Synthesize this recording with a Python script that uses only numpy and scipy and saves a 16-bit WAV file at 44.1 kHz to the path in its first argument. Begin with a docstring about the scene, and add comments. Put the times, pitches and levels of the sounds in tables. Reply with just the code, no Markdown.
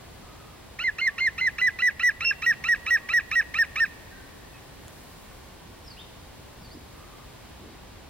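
"""A woodpecker close by calls fifteen times in quiet woodland; its loud notes overload the recorder.
Each call is a rising nasal note, a leap to a drooping whistle and a drop to a short creak, all built
from harmonics shaped by a throat. The eighth call cracks to the octave.
The trees ring faintly (sparse random echoes), a small bird whistles far off (gliding tones), and
blurred far sounds, one tiny snap, a far rumble and a soft hiss are shaped noise."""
import sys
import numpy as np
from scipy import signal
from scipy.fft import rfft, irfft, next_fast_len
from scipy.io import wavfile
from scipy.ndimage import uniform_filter1d

SR = 44100
rng = np.random.default_rng(int(sys.argv[2]) if len(sys.argv) > 2 else 0)


def dump(signal):
    """Clip the signal to [-1, 1] and save it as 16-bit WAV at the path in sys.argv[1]."""
    limited = np.clip(np.atleast_2d(signal).T, -1, 1)
    pcm = np.round(limited * 32767).astype(np.int16)
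    wavfile.write(sys.argv[1], SR, pcm)


N = 356769


def amp(db):
    """Decibels to gain."""
    return 10 ** (np.asarray(db) / 20)


def unit(x):
    """Scales to rms 1."""
    return x / np.sqrt(np.mean(x ** 2) + 1e-20)


def read(points, hz):
    """Reads a table on a log-frequency axis."""
    f, value = np.transpose(points)
    return np.interp(np.log(hz + 1), np.log(f + 1), value)


def add(mix, s, sound):
    """Adds a sound to a track at time s."""
    part = mix[round(s * SR):][:len(sound)]
    part += sound[:len(part)]


def noise(shape, size):
    """Noise of rms 1 whose spectrum follows shape(Hz)."""
    spectrum = rfft(rng.standard_normal(size))
    return unit(irfft(spectrum * shape(np.fft.rfftfreq(size, 1 / SR)), size))


def waver(rate_hz, size):
    """Random wobble, mostly slower than rate_hz."""
    return noise(lambda f: 1 / (1 + (f / rate_hz) ** 4), size)


def gate(t, start, end, rise, fall):
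    """Opens smoothly around start and shuts around end; fully open it passes 0.88."""
    return 0.22 * (1 + np.tanh((t - start) / rise)) * (1 + np.tanh((end - t) / fall))


def equalise(x, gain):
    """Filters both channels by gain(Hz)."""
    size = next_fast_len(N + 2048)
    return irfft(rfft(x, size) * gain(np.fft.rfftfreq(size, 1 / SR)), size)[:, :N]


# colour of the rumble and hiss: (frequency [Hz], relative level per Hz [dB])
AIR_COLOUR = [(15, -34), (25, -6), (64, 1), (184, -8), (324, -11.5), (604, -13.5), (1150, -15),
              (1250, -20.5), (1430, -18.5), (3580, -23.5), (3880, -23.5), (4950, -27), (6140, -32),
              (14200, -36.5), (15800, -34)]
# how wide they sound: (frequency [Hz], left-right difference against the shared part [dB])
AIR_WIDTH = [(60, -25), (110, -12), (200, -2.5), (380, 1), (700, -6), (1290, -5), (2380, -4), (4400, -0.5),
             (8120, 6), (15000, 0.5)]
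# level of the hiss above 7.5 kHz, against its colour above: (time [s], level [dB])
HISS_LEVEL = [(0, 1), (3.9, 2.5), (4.8, 2), (5.0, 5), (5.4, 3), (5.55, 1.5), (7.0, 2), (7.7, -0.5)]
AIR_DB = -47.5


def air():
    """Far rumble, alike at both ears in the bass, and a soft hiss whose top is set by a slow level curve."""
    size = 2 ** 19
    mid = noise(lambda f: amp(read(AIR_COLOUR, f)), size)
    other = noise(lambda f: amp(read(AIR_COLOUR, f)), size)
    side = irfft(rfft(other) * amp(read(AIR_WIDTH, np.fft.rfftfreq(size, 1 / SR))))
    swell = amp(.5 * waver(0.89, size))
    both = amp(AIR_DB) * (swell * np.array([mid + side, mid - side]))[:, :N]
    high_pass = signal.butter(2, 7500, "high", fs=SR, output="sos")
    top = signal.sosfiltfilt(high_pass, both)
    top_db = np.interp(np.arange(N) / SR, *np.transpose(HISS_LEVEL))
    return both + top * (amp(top_db) - 1)


# hoarse far bird cries above and dull swells below:
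# (start [s], length [s], centre [Hz], width [Hz], level before the gate [dB])
FAR_BANDS = [(0.199, 0.4, 1233, 139, -56), (1.0, 0.25, 1126, 45.3, -57), (2.959, 0.14, 1110, 60.8, -55.5),
             (4.089, 0.2, 1556, 90, -53), (4.496, 0.11, 2550, 149, -54.5), (6.899, 0.39, 1190, 180, -56),
             (6.534, .2, 120, 170, -47), (6.713, .14, 310, 161, -45), (7.579, 0.19, 292, 198, -48.5)]


def far_sounds():
    """Distance smears each sound into a soft band of noise."""
    out, t = np.zeros(N), np.arange(32768) / SR
    for start, length, hz, width, db in FAR_BANDS:
        band = noise(lambda f: np.exp(-2 * ((f - hz) / width) ** 2), len(t))
        add(out, start, amp(db) * band * gate(t, 0.031, length - .03, 0.012, 0.031))
    return out


# thin notes of a small far bird, before their wobble:
# (start [s], end [s], first pitch [Hz], middle pitch [Hz], last pitch [Hz], level [dB])
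CHIRP_NOTES = [(5.835, 5.96, 5820, 4890, 3900, -49), (5.962, 6.039, 2305, 3550, 3800, -43.5),
               (6.598, 6.711, 5560, 4620, 4070, -56.5), (6.7, 6.756, 4000, 4870, 5370, -50.5)]


def small_bird():
    """Faint gliding whistles, frayed in pitch and level by the way through the trees."""
    out, t = np.zeros(N), np.arange(8192) / SR
    for start, end, first_hz, middle_hz, last_hz, db in CHIRP_NOTES:
        share = t / (end - start)
        glide = np.interp(share, [0, .5, 1], [first_hz, middle_hz, last_hz])
        hz = glide * (1 + 0.0293 * waver(300, len(t)))
        flutter = amp(3.5 * waver(72, len(t)))
        arch = np.sin(np.pi * np.clip(share, 0, 1))
        tone = np.sin(2 * np.pi * np.cumsum(hz) / SR)
        add(out, start, amp(db) * flutter * arch * tone)
    return out


TICK_S, TICK_DB, TICK_HZ = 4.8815, -33, 5000  # time, level before it dies away, start of the treble slope


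def tick():
    """A tiny dry snap: a burst of noise that dies within a few milliseconds."""
    out, t = np.zeros(N), np.arange(512) / SR
    snap = noise(lambda f: f / np.hypot(f, 900) / np.hypot(1, f / TICK_HZ) / (1 + (f / 11000) ** 8), len(t))
    add(out, TICK_S, amp(TICK_DB) * snap * np.exp(-t / 0.00081))
    return out


# how long the trees ring: (frequency [Hz], time to sink by 60 dB, before the shaping below [s])
RING_TIME = [(500, 2), (1900, 6), (2800, 1.5), (6000, 1.9), (14000, 0.26)]
# how strongly the trees scatter: (frequency [Hz], relative level [dB])
SCATTER = [(1000, -7), (1900, 2), (2700, 9), (4000, 2), (12000, -7.5)]


def forest(x):
    """Scatter from many trunks, different at each ear; the band near 1900 Hz lingers longest."""
    size = 3 * SR
    hits = rng.random((2, size)) < 1500 / SR  # about 1500 echoes a second
    taps = rng.standard_normal((2, size)) * hits
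    hz, t, z = signal.stft(taps, SR, nperseg=256)
    decay_db = read(SCATTER, hz)[:, None] - 60 * t / read(RING_TIME, hz)[:, None]
    tail = signal.istft(z * amp(decay_db), SR, nperseg=256)[1][:, :size]
    t = np.arange(size) / SR
    near_trunks = 2.6 * np.exp(-t / 0.13)
    far_stand = 0.49 * np.exp(-((t - .36) / 0.036) ** 2)  # a denser stand of trees answers late
    tail *= (1 - np.exp(-t / 0.0061)) * (1 + near_trunks + far_stand)
    return signal.fftconvolve(x[None], tail / np.linalg.norm(tail[0]), axes=1)[:, :N]


# echoes off the stump and the nearest trunks: (delay [s], level [dB])
NEAR_ECHOES = [(.0043, -54), (.0091, -23), (0.0158, -23), (.024, -32.5), (.037, -47)]


def at_microphones(x, lag_s, right_db):
    """The right channel hears the bird slightly later and stronger; near echoes follow."""
    size = next_fast_len(N + 4096)
    turn = -2j * np.pi * np.fft.rfftfreq(size, 1 / SR)  # times a delay, this shifts the sound later
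    z = rfft(x, size) * (1 + sum(amp(db) * np.exp(turn * delay) for delay, db in NEAR_ECHOES))
    left = z * amp(-right_db / 2)
    right = z * np.exp(turn * lag_s) * amp(right_db / 2)
    return irfft(np.array([left, right]), size)[:, :N]


# throat and bill, before scaling by throat size: (frequency [Hz], level [dB])
THROAT_COLOUR = [(900, -34), (1300, -14.5), (1580, -9.5), (1720, -0.5), (1850, 0), (1950, -0.5), (2100, -7),
                 (2600, -4), (2900, -7), (3400, -26), (3850, -17), (4150, -11.5), (4700, -25.5),
                 (5600, -13.5), (7000, -30), (10000, -31), (16000, -37)]


def syrinx(hz, harmonics_db, throat_size, jitter, shimmer):
    """A slightly unsteady membrane; each harmonic swells as it slides through a throat resonance."""
    size = len(hz)
    hz = uniform_filter1d(hz, size=130)
    phase = 2 * np.pi * np.cumsum(hz * (1 + jitter * waver(410, size))) / SR
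    tone = np.zeros(size)
    for k, db in enumerate(harmonics_db, 1):
        tone += amp(db + read(THROAT_COLOUR, k * hz * throat_size)) * np.sin(k * phase)
    return tone * (1 + shimmer * waver(490, size)) * amp(.5 * waver(55, size))


# harmonics of the low register, from the fundamental up: (level [dB])
NASAL_HARMONICS = [0, 0, -5, -16, -10, -5, -18]
NASAL_HZ, NASAL_SAG_HZ_PER_S = 1383, 40  # the nasal note sinks through the series
NASAL_DB, NASAL_GROW_DB_PER_S = -21.5, 0.98  # and grows louder
SCOOP, SCOOP_SHARE = 0.28, 0.1525  # it scoops up from this far below, over this share of its length
LIFT = 0.119  # and rises by this much more towards the leap
NASAL_SWELL_DB, NASAL_EASE_DB = 4.5, -4.5  # its pressure builds with the scoop and eases with the lift


def nasal_note(t, length, since_s, throat_size):
    """The low register scoops up to its pitch, then strains towards the leap; returns tone and pressure."""
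    share = np.clip(t / length, 0, 1)
    scoop, lift = np.exp(-share / SCOOP_SHARE), share ** 3
    hz = (NASAL_HZ - NASAL_SAG_HZ_PER_S * since_s) * (1 - SCOOP * scoop + LIFT * lift)
    db = NASAL_DB + NASAL_GROW_DB_PER_S * since_s - NASAL_SWELL_DB * scoop + NASAL_EASE_DB * lift
    pressure = amp(db) * gate(t, 0.00077, length, 0.00061, 0.0015)
    return syrinx(hz, NASAL_HARMONICS, throat_size, jitter=0.011, shimmer=0.052), pressure


def settle(pair, settled):
    """Slides from the first call's value (settled = 0) to the settled one (1)."""
    return np.interp(settled, [0, 1], pair)


# harmonics of the high register, from the fundamental up: (level [dB])
WHISTLE_HARMONICS = [1, -12, -15.5, -15.5, -38]
EVEN_DB_PER_OCTAVE = 61  # higher whistles carry stronger even harmonics
# each pair is (first call, settled)
TILT_HZ_PER_S = (1034, -400)  # drift of the whistle before the shoulder
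DROOP_SHARE = (.2, 0.22)  # how far the whistle droops
DROOP_LEAD_S = (0.018, 0.0069)  # the droop is half done this long before the drop
DROOP_S = 0.0057  # softness of the bend into the droop
SHOULDER_S = 0.036  # the drift reaches the listed pitch this long before the drop
FADE_S, FADE_DB = 0.018, -3  # the pressure eases just before the drop


def whistle_note(t, hz, settled, throat_size):
    """The high register holds nearly level, then droops and fades into the drop at t = 0."""
    tilt, depth, lead = (settle(pair, settled) for pair in (TILT_HZ_PER_S, DROOP_SHARE, DROOP_LEAD_S))
    droop = .5 * (1 + np.tanh(.5 * (t + lead) / DROOP_S))
    pitch = (hz + tilt * np.minimum(t + SHOULDER_S, 0)) * (1 - depth * droop)
    is_even = np.arange(len(WHISTLE_HARMONICS)) % 2
    even_db = EVEN_DB_PER_OCTAVE * np.log2(hz / 2000) * is_even
    tone = syrinx(pitch, WHISTLE_HARMONICS + even_db, throat_size, jitter=.0028, shimmer=0.063)
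    return tone * amp(np.interp(t, [-FADE_S, 0], [0, FADE_DB]))


# harmonics of the cracked note, from the fundamental up: (level [dB])
OCTAVE_HARMONICS = [1.5, 8.5, -14, -15, -18]
CRACK_FROM_S, CRACK_TO_S = 2.247, 2.309
CRACK_HZ, CRACK_DB = 2717, -15.5  # middle values; the note bends slightly around them


def octave(t):
    """The cracked note: the voice sticks an octave above the nasal pitch, swelling and nearly level."""
    times = np.linspace(CRACK_FROM_S, CRACK_TO_S, 5)
    hz = CRACK_HZ * np.interp(t, times, [.985, .998, 1.003, 1.006, .985])
    db = CRACK_DB + np.interp(t, times, [-1.9, -1.1, 0.74, -1.3, -0.5])
    tone = syrinx(hz, OCTAVE_HARMONICS, 0.938, jitter=0.0051, shimmer=0.025)
    return tone * amp(db) * gate(t, CRACK_FROM_S, CRACK_TO_S, 0.0011, 0.00086)


CREAK_S = .017  # length of the closing creak
CREAK_DB = (-40, -26)  # level as it starts: (first call, settled)


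def creak_note(t, settled, throat_size):
    """The low register sinks and dies away from the drop at t = 0; returns tone and pressure."""
    sinking = np.interp(t, CREAK_S * np.array([0, .55, 1]), [1330, 1170, 880])
    tone = syrinx(sinking, NASAL_HARMONICS, throat_size, jitter=0.017, shimmer=0.17)
    db = settle(CREAK_DB, settled) - 280 * np.clip(t, 0, 1)  # falls 280 dB a second
    return tone, amp(db) * gate(t, 0, CREAK_S, 0.00058, .0015)


BREAK_DB = (-40.5, -33)  # rasp at the breaks of register: (first call, settled)


def breath_rasp(t, leap, settled, pressure):
    """Throat-coloured noise that follows the low register's pressure and bursts at the start and the leap."""
    breaks = sum(np.exp(-((t - s) / 0.0042) ** 2) for s in (0.0032, leap))
    breaks = breaks * amp(settle(BREAK_DB, settled))
    return noise(lambda f: amp(read(THROAT_COLOUR, f)), len(t)) * (amp(-25.0) * pressure + breaks)


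CATCH_HZ, CATCH_DB, CATCH_S = 1860, -29.5, 0.0031  # pitch, peak level and half-width of the catch


def opening_catch(t):
    """Each call opens with a brief catch in the high register: a short pure tone."""
    return amp(CATCH_DB) * np.sin(2 * np.pi * CATCH_HZ * t) * np.exp(-((t - .0035) / CATCH_S) ** 2)


# one row a call; the series slows and on the whole sinks in pitch as it grows louder:
# (start [s], nasal note length [s], whistle length [s], whistle pitch before drift and droop [Hz],
#  whistle level before throat and gate [dB])
CALLS = [(.789, 0.049, 0.063, 2095, -17), (.983, 0.029, .081, 2134, -15.5), (1.18, .024, 0.085, 2123, -15),
         (1.380, 0.029, 0.082, 2070, -15.5), (1.583, 0.031, 0.08, 2004, -14),
         (1.788, 0.033, 0.076, 1982, -14.5), (1.995, 0.036, .072, 1965, -13.5),
         (2.206, 0.043, 0.072, 1917, -13), (2.42, .042, 0.063, 1903, -14), (2.639, .046, .062, 1910, -14),
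         (2.862, .044, .064, 1904, -14), (3.088, .046, 0.062, 1916, -13.5),
         (3.312, 0.043, 0.058, 1900, -14.5), (3.541, .045, .050, 1855, -14),
         (3.758, .044, 0.049, 1833, -14.5)]
WARM_UP_S = 1.65  # the voice settles over the first calls
THROAT_HZ, THROAT_FOLLOW = 2022, 0.44  # the throat widens for calls below this pitch, by this power of the ratio


def call(row):
    """Nasal climb, leap to the whistle, droop and closing creak, with rasp at the start and the leap."""
    start, nasal_s, whistle_s, whistle_hz, whistle_db = row
    drop = nasal_s + whistle_s
    t = np.arange(8192) / SR - .005  # seconds from the start of the call
    since_s = start - CALLS[0][0]
    settled = min(since_s / WARM_UP_S, 1)
    throat_size = (THROAT_HZ / whistle_hz) ** THROAT_FOLLOW
    cracked = start < CRACK_FROM_S < start + drop

    nasal, pressure = nasal_note(t, nasal_s, since_s, throat_size)
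    whistle = whistle_note(t - drop, whistle_hz, settled, throat_size)
    whistle_from = CRACK_TO_S - start if cracked else nasal_s  # the whistle waits for the crack to end
    whistle *= amp(whistle_db) * gate(t, whistle_from + 0.0016, drop, 0.0014, 0.0027)
    creak, ebb = creak_note(t - drop, settled, throat_size)
    rasp = breath_rasp(t, nasal_s, settled, pressure + ebb)
    sound = opening_catch(t) + nasal * pressure + whistle + creak * ebb + rasp
    if cracked:
        sound = sound + octave(start + t)
    return start + t[0], sound


def scene():
    """The rumble and hiss, the far birds, the snap, the trees and the near woodpecker."""
    bird = np.zeros(N)
    for row in CALLS:
        add(bird, *call(row))
    chirps = small_bird()
    near = at_microphones(bird, lag_s=.000056, right_db=2.5)
    ringing = forest(amp(-30.3) * bird + amp(-8) * chirps)
    return near + ringing + chirps + far_sounds() + tick() + air()


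# recorder colour after the overload: (frequency [Hz], level [dB])
RECORDER_TREBLE = [(3000, 1), (5600, 0.5), (9500, 5), (13500, 6)]
EDGE_HZ = 15900  # top of the recorder's band


def record(dry, ceiling_db=-17.0):
    """Each channel flattens the loud whistles before a treble lift, adding bright odd harmonics; then the band limit."""
    dull = equalise(dry, lambda f: amp(-read(RECORDER_TREBLE, f)))  # the lift makes up for dull microphones
    fine = signal.resample_poly(dull, 4, 1, axis=1)  # flattened at four times the rate to limit aliasing
    fine = fine / (1 + abs(fine / amp(ceiling_db)) ** 40) ** (1 / 40)
    clipped = signal.resample_poly(fine, 1, 4, axis=1)
    lifted = equalise(clipped, lambda f: amp(read(RECORDER_TREBLE, f)))
    low_pass = signal.firwin(511, EDGE_HZ, window=("kaiser", 9), fs=SR)
    return signal.oaconvolve(lifted, low_pass[None], "same")


dry = scene()
out = record(dry)
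dump(out)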